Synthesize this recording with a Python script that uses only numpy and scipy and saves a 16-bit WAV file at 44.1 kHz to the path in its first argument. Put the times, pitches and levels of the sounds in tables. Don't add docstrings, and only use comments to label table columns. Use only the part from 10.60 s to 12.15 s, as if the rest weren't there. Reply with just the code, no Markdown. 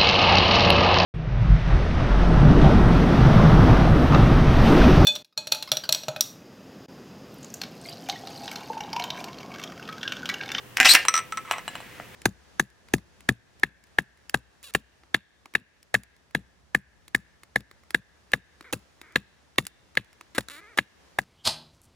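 import sys
import numpy as np
from scipy import signal
from scipy.fft import rfft, irfft
from scipy.io import wavfile

SR = 44100
rng = np.random.default_rng(int(sys.argv[2]) if len(sys.argv) > 2 else 0)


def unload_wav(signal):
    wavfile.write(
        sys.argv[1],
        SR,
        np.round(np.clip(np.atleast_2d(signal).T, -1, 1) * 32767).astype(np.int16),
    )


N = 68355
T = np.arange(N) / SR
KNOCK_DECAY_S = 0.0031


def amp(db):
    return 10 ** (np.asarray(db) / 20)


def unit(x):
    return x / np.sqrt(np.mean(x ** 2) + 1e-20)


def curve_at(points, hz):
    f, value = np.transpose(points)
    return np.interp(np.log(hz + 1), np.log(f + 1), value)


def add(mix, s, sound):
    part = mix[round(s * SR):][:len(sound)]
    part += sound[:len(part)]


def colour(x, points, tilt_db=0, size=4096):
    hz = abs(np.fft.fftfreq(size, 1 / SR))
    octaves = np.log2(np.maximum(hz, 500) / 2000)
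    log_gain = np.log(amp(curve_at(points, hz) + tilt_db * octaves))
    minimum_phase = np.exp(np.conj(signal.hilbert(log_gain)))
    taps = np.fft.ifft(minimum_phase).real[:size // 2]
    return signal.fftconvolve(x, taps / np.linalg.norm(taps))[:len(x)]


def low_cut(x, hz=562):
    return signal.sosfilt(signal.butter(2, hz, "high", fs=SR, output="sos"), x)


def wander(hz):
    rolloff = 1 + (np.fft.rfftfreq(N, 1 / SR) / hz) ** 4
    return unit(irfft(rfft(rng.standard_normal(N)) / rolloff, N))


def level(times, db):
    return amp(np.interp(T, times, db, left=-120, right=-120))


def contact(decay_s, grit_db=4.5, size=2048):
    fade = np.exp(-T[:size] / decay_s)
    burst = rng.standard_normal(size) * fade
    burst *= amp(grit_db) / np.linalg.norm(burst)
    burst[0] += 1
    for _ in range(6):
        spectrum = rfft(burst, 2 * size)
        burst = irfft(spectrum / (abs(spectrum) + 1e-9))[:size] * fade ** .25
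    return burst / np.linalg.norm(burst)


def ring(modes):
    t = T[:SR // 2]
    return sum(amp(db) * np.exp(-np.log(1000) * t / t60) * np.sin(2 * np.pi * hz * t)
               for hz, db, t60 in modes)


def friction(rough_db, grain_hz):
    return unit(rng.standard_normal(N) * amp(rough_db * wander(grain_hz)))


def action():
    # start in seconds, level in dB, brightness in dB per octave, crack decay
    # in seconds, receiver ring in dB relative to the level, barrel ring in dB, thump in dB.
    clacks = [(.1709, 5, 0.5, 0.0033, -33, -55, -26), (.1842, -2.5, -8.5, 0.0081, -7, -58, -24),
              (.1933, -11.5, -11, 0.0029, -8, -64, -22), (.2014, 16, 0, 0.0014, -1.5, -23, -10.5),
              (.2091, 3.5, -5, 0.0011, -16, -37, -14), (.213, 3, 0.5, 0.0036, -11, -30, -33),
              (.2301, 5.5, -1, 0.0031, -8, -45, -27), (.2477, 7, -1, 0.003, -5.5, -29, -38),
              (.2555, 12, -1, .002, -11.5, -20.5, -25), (.259, 12, -1, 0.0015, -7, -31.5, -27),
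              (.2635, 10.5, -5, 0.0011, -16, -36, -31), (.2701, -5, -10, 0.00087, -12, -54, -43),
              (.2935, 9, 2.5, .002, -29, -57, -17), (.3135, -0.5, -2.5, .002, -8.5, -65, -22),
              (.3366, 9.5, 7.5, 0.0044, -2.5, -33, -18), (.3462, 6.5, 2.5, 0.006, -7, -48, -15),
              (.3502, 16.5, 3.5, 0.0014, -19, -27, -15.5), (.353, 14, -1.5, 0.0021, -3.5, -41, -30),
              (0.3624, -1.5, 1, 0.0014, -2, -60, -25), (.369, 2.5, -7.5, 0.0018, -16, -44, -38)]
    # frequency in Hz, relative level in dB.
    crack_tone = [(100, -41), (400, -32.5), (700, -11.5), (1100, -8), (1600, 3), (2600, 4), (3600, -7.5),
                  (4400, -9.5), (5600, -5), (7000, -13.5), (8200, -14.5), (11500, -18), (16000, -23.5)]
    thump_tone = [(20, 3), (60, 4), (130, -5), (300, 10), (600, -1.5), (1500, -47), (8000, -75)]
    # frequency in Hz, level in dB, t60 in seconds.
    receiver_modes = [(1621, -33.5, 0.21), (1755, -41, 0.047), (1826, -36, 0.22), (2040, -36, 0.18),
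                      (2410, -32, 0.1), (2680, -38, 0.05), (2856, -41, 0.064), (5430, -31.5, 0.025),
                      (7290, -41.5, 0.17)]
    barrel_modes = [(570, -9, .14), (762, 2, .15)]
    # start in seconds, frequency in Hz, level in dB, t60 in seconds.
    single_rings = [(.2035, 253, -28, .2), (.3515, 2700, -9, .035)]
    out, receiver, barrel = np.zeros(N), low_cut(ring(receiver_modes)), ring(barrel_modes)
    for s, db, tilt_db, decay_s, ring_db, barrel_db, thump_db in clacks:
        add(out, s, amp(db) * colour(contact(decay_s), crack_tone, tilt_db))
        add(out, s, amp(db + ring_db) * receiver + amp(barrel_db) * barrel)
        add(out, s, amp(thump_db) * colour(contact(decay_s=0.0083), thump_tone))
    for s, hz, db, t60 in single_rings:
        add(out, s, low_cut(ring([(hz, db, t60)]), hz / 2))
    return out


def slide():
    # time in seconds, level in dB, brightness in dB per octave (held to span_db).
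    stroke = [(0.149, -101, -13), (0.168, -42, -14), (.2, -52, -7), (0.242, -36, -16), (0.253, -12.5, 2.5),
              (0.276, -20.5, 2.5), (.305, -17.5, 5), (0.334, -18.5, 2.5), (.346, -26, -2.5), (.362, -36, 1),
              (.39, -37, -6), (.44, -42, 1)]
    # frequency in Hz, relative level in dB.
    rail_tone = [(60, -38), (250, -24), (450, -11), (800, -6.5), (1300, -1), (2400, 0), (3400, 0.5),
                 (4800, 3), (6800, -8.5), (8400, -10), (11000, -26), (13000, -21), (16000, -32)]
    s, db, tilt_db = np.transpose(stroke)
    grit, span_db = friction(rough_db=1.0, grain_hz=500), 5
    brightness = np.clip(np.interp(T, s, tilt_db) / span_db, -1, 1)
    plain = (1 - abs(brightness)) * colour(grit, rail_tone)
    bright = np.maximum(brightness, 0) * colour(grit, rail_tone, span_db)
    dull = np.maximum(-brightness, 0) * colour(grit, rail_tone, -span_db)
    return level(s, db) * (plain + bright + dull)


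def squeal():
    # time in seconds, pitch in Hz, level in dB.
    glide = [(.266, 2374, -20), (0.276, 2699, -14), (.284, 3191, -25), (0.291, 4061, -12),
             (.301, 3997, -11.5), (0.307, 4042, -12.5), (.314, 4158, -9), (.318, 4359, -10.5),
             (.327, 4402, -16), (0.333, 4270, -33), (0.348, 4210, -23)]
    # frequency in Hz, relative level in dB, t60 in seconds.
    rail_modes = [(4064, 6, 0.16), (4280, -12, 0.093), (4380, -10, .14), (7500, 7, .12)]
    harmonics_db, wobble_depth = [2.5, -6, -14.5], 0.0251
    s, hz, db = np.transpose(glide)
    pitch_hz = np.interp(T, s, hz) * (1 + wobble_depth * wander(hz=495))
    phase = 2 * np.pi * np.cumsum(pitch_hz) / SR
    tone = sum(amp(part_db) * np.sin(k * phase) for k, part_db in enumerate(harmonics_db, 1))
    tone = unit(tone) * level(s, db)
    return tone + amp(-66) * signal.fftconvolve(tone, ring(rail_modes))[:N]


def shell():
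    # start in seconds, click in dB, low ring in dB, high ring in dB.
    bounces = [(0.4842, 7.5, -18, -2), (.5406, 3.5, -15.5, -8.5), (0.5541, -1.5, -28.5, -10.5),
               (.5650, -2, -20.5, -12.5), (0.5774, -2, -25.5, -11), (0.5849, -12.5, -32, -26),
               (.59, -2, -22.5, -23), (.603, -15, -62, -49), (.7232, -6, -24.5, -33),
               (.7731, -5, -23.5, -25), (.779, -9.5, -74, -49), (0.8494, -38, -39, -56),
               (0.911, -17, -30, -23), (0.9826, -14.5, -37, -32)]
    # start in seconds, level in dB, brightness in dB per octave, port ring in dB relative to the level.
    knocks = [(.452, -0.5, 0.5, -3.5), (0.9118, 5.5, .5, -6.5), (0.9227, -7, 3, -24), (.9827, -8, -1, -31),
              (1.0793, -5, 0.5, 2), (1.154, -6.5, -1, -5.5), (1.2035, -15, -3, -2)]
    # time in seconds, level in dB.
    sliding = [(.843, -65), (.852, -48), (.88, -44), (0.902, -39), (0.923, -56), (0.935, -26), (0.947, -39),
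               (.964, -38), (.978, -43.5), (0.996, -41), (1.02, -69)]
    # frequency in Hz, relative level in dB.
    click_tone = [(60, -61), (250, -69), (550, -18.5), (1050, 2), (1550, -3.5), (2000, 3), (2800, -6),
                  (4000, -11), (4800, -19.5), (5900, -14), (7000, -18.5), (8300, -5), (9300, -35),
                  (13000, -30), (16000, -30)]
    knock_tone = [(60, -2), (200, -0.5), (450, -8), (800, 3.5), (1100, 2.5), (2000, -6), (2900, -1),
                  (3500, -11), (4200, -20.5), (5000, -19), (8000, -22), (11000, -22), (16000, -32)]
    # frequency in Hz, level in dB, t60 in seconds.
    brass_low_modes = [(1309, 0, .13), (1090, -12, .04)]
    brass_high_modes = [(5842, -5, 0.028), (5600, -33, 0.066), (8240, -19, 0.037), (8135, -25.5, 0.025),
                        (4076, -21, 0.019), (10770, -28.5, 0.026), (13050, -29, .02)]
    port_modes = [(770, -30, .06), (910, -32, .06), (1696, -33, .08), (2920, -30, .04), (4032, -29, .05),
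                  (7596, -33, .05), (8323, -38, .06), (10400, -41, .04)]
    brass_low, brass_high, port = ring(brass_low_modes), ring(brass_high_modes), ring(port_modes)
    out = np.zeros(N)
    for s, click_db, low_db, high_db in bounces:
        add(out, s, amp(click_db) * colour(contact(decay_s=0.0025), click_tone))
        add(out, s, amp(low_db) * brass_low + amp(high_db) * brass_high)
    for s, db, tilt_db, ring_db in knocks:
        add(out, s, amp(db) * colour(contact(KNOCK_DECAY_S), knock_tone, tilt_db))
        add(out, s, amp(db + ring_db) * port)
    rub = colour(friction(rough_db=2.5, grain_hz=247), click_tone, tilt_db=-2.5)
    rubbed_brass = amp(-37.5) * signal.fftconvolve(rub, brass_low + brass_high)[:N]
    return low_cut(out + level(*np.transpose(sliding)) * unit(rub + rubbed_brass))


def handling():
    # time in seconds, level in dB.
    swell = [(.98, -54), (1.1, -49.5), (1.24, -47), (1.32, -50), (1.42, -50.5), (1.5, -58), (1.55, -47.5)]
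    # frequency in Hz, relative level in dB.
    cloth_tone = [(30, -17), (130, 4), (200, 0), (330, -5), (900, -12), (1900, 0.5), (2900, -7),
                  (4500, -14.5), (16000, -32)]
    return level(*np.transpose(swell)) * colour(friction(rough_db=1.5, grain_hz=59.6), cloth_tone)


def fore_end(start_s=1.3997, db=-9.5):
    # frequency in Hz, relative level in dB.
    knock_tone = [(60, -24), (190, 1), (350, -8.5), (520, -2), (770, 4.5), (1000, -12), (1300, 1),
                  (2200, -9), (3000, -13), (4500, -44), (16000, -48)]
    out = np.zeros(N)
    add(out, start_s, amp(db) * colour(contact(KNOCK_DECAY_S), knock_tone))
    return out


def reverberation(x, db=-14, rise_s=0.0055):
    # frequency in Hz, t60 in seconds.
    decay_times = [(150, 0.5), (600, 0.35), (1300, 0.21), (2300, 0.3), (4500, 0.23), (9000, 0.21),
                   (16000, 0.14)]
    # frequency in Hz, relative level in dB.
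    tail_tone = [(60, -9), (200, -8), (520, 5), (1000, -2), (2400, 4), (5000, -5), (15000, 1.5)]
    t = T[:SR * 3 // 4]
    hz, frame_s, bands = signal.stft(rng.standard_normal(len(t)), SR, nperseg=256)
    fade = np.exp(-np.log(1000) * frame_s / curve_at(decay_times, hz)[:, None])
    tail = signal.istft(bands * fade, SR)[1][:len(t)]
    tail *= 1 - np.exp(-(t / rise_s) ** 2)
    return amp(db) * signal.fftconvolve(x, colour(tail / np.linalg.norm(tail), tail_tone))[:N]


def room(x):
    # delay in seconds, level in dB.
    walls = [(.0031, -17), (.0058, -17), (.0083, -15.5), (0.0103, -16)]
    out = x + reverberation(x)
    for delay_s, db in walls:
        add(out, delay_s, amp(db) * x)
    return out


def microphones(x, scatter_s=0.0013, size=1024):
    # frequency in Hz, side level in dB relative to the middle.
    width = [(100, -15), (1000, -19.5), (2500, -17.5), (5000, -10.5), (9000, -8), (15000, -6.5)]
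    scatter = rfft(rng.standard_normal(size) * T[:size] * np.exp(-T[:size] / scatter_s), 2 * size)
    scatter /= np.sqrt(np.mean(abs(scatter) ** 2))
    side_gain = amp(curve_at(width, np.fft.rfftfreq(2 * size, 1 / SR)))
    side = signal.fftconvolve(x, irfft(scatter * side_gain)[:size])[:N]
    return np.array([x + side, x - side])


def air(noise_db=-50, side_db=-2.5):
    # frequency in Hz, relative level in dB.
    air_tone = [(15, -53), (25, -13.5), (55, -7.5), (134, -3), (416, -8.5), (451, -13.5), (516, -13),
                (988, -10.5), (1330, -14), (1890, -10.5), (2220, -16.5), (2840, -13), (4030, -22),
                (12900, -26.5), (16000, -24)]
    # frequency in Hz, rms level in dB.
    partials = [(122, -62), (410, -64.5), (507, -60.5)]
    mid, side = (unit(colour(rng.standard_normal(N + SR), air_tone)[SR:]) for _ in range(2))
    side *= amp(side_db)
    hum = sum(amp(db) * np.sqrt(2) * np.sin(2 * np.pi * hz * T + 0.77 * wander(hz=9.5))
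              for hz, db in partials)
    return amp(noise_db) * np.array([mid + side, mid - side]) + hum


def scene():
    gun = action() + slide() + squeal() + shell() + handling() + fore_end()
    side_tail = amp(-13.5) * reverberation(gun)
    return microphones(room(gun)) + np.array([side_tail, -side_tail]) + air()


def record(dry):
    ceiling, edge_hz = 1.1, 16000
    rounded = dry / (1 + (dry / ceiling) ** 4) ** .25
    low_pass = signal.firwin(511, edge_hz, window=("kaiser", 9), fs=SR)
    return signal.oaconvolve(rounded, low_pass[None], "same")


dry = scene()
out = record(dry)
unload_wav(out)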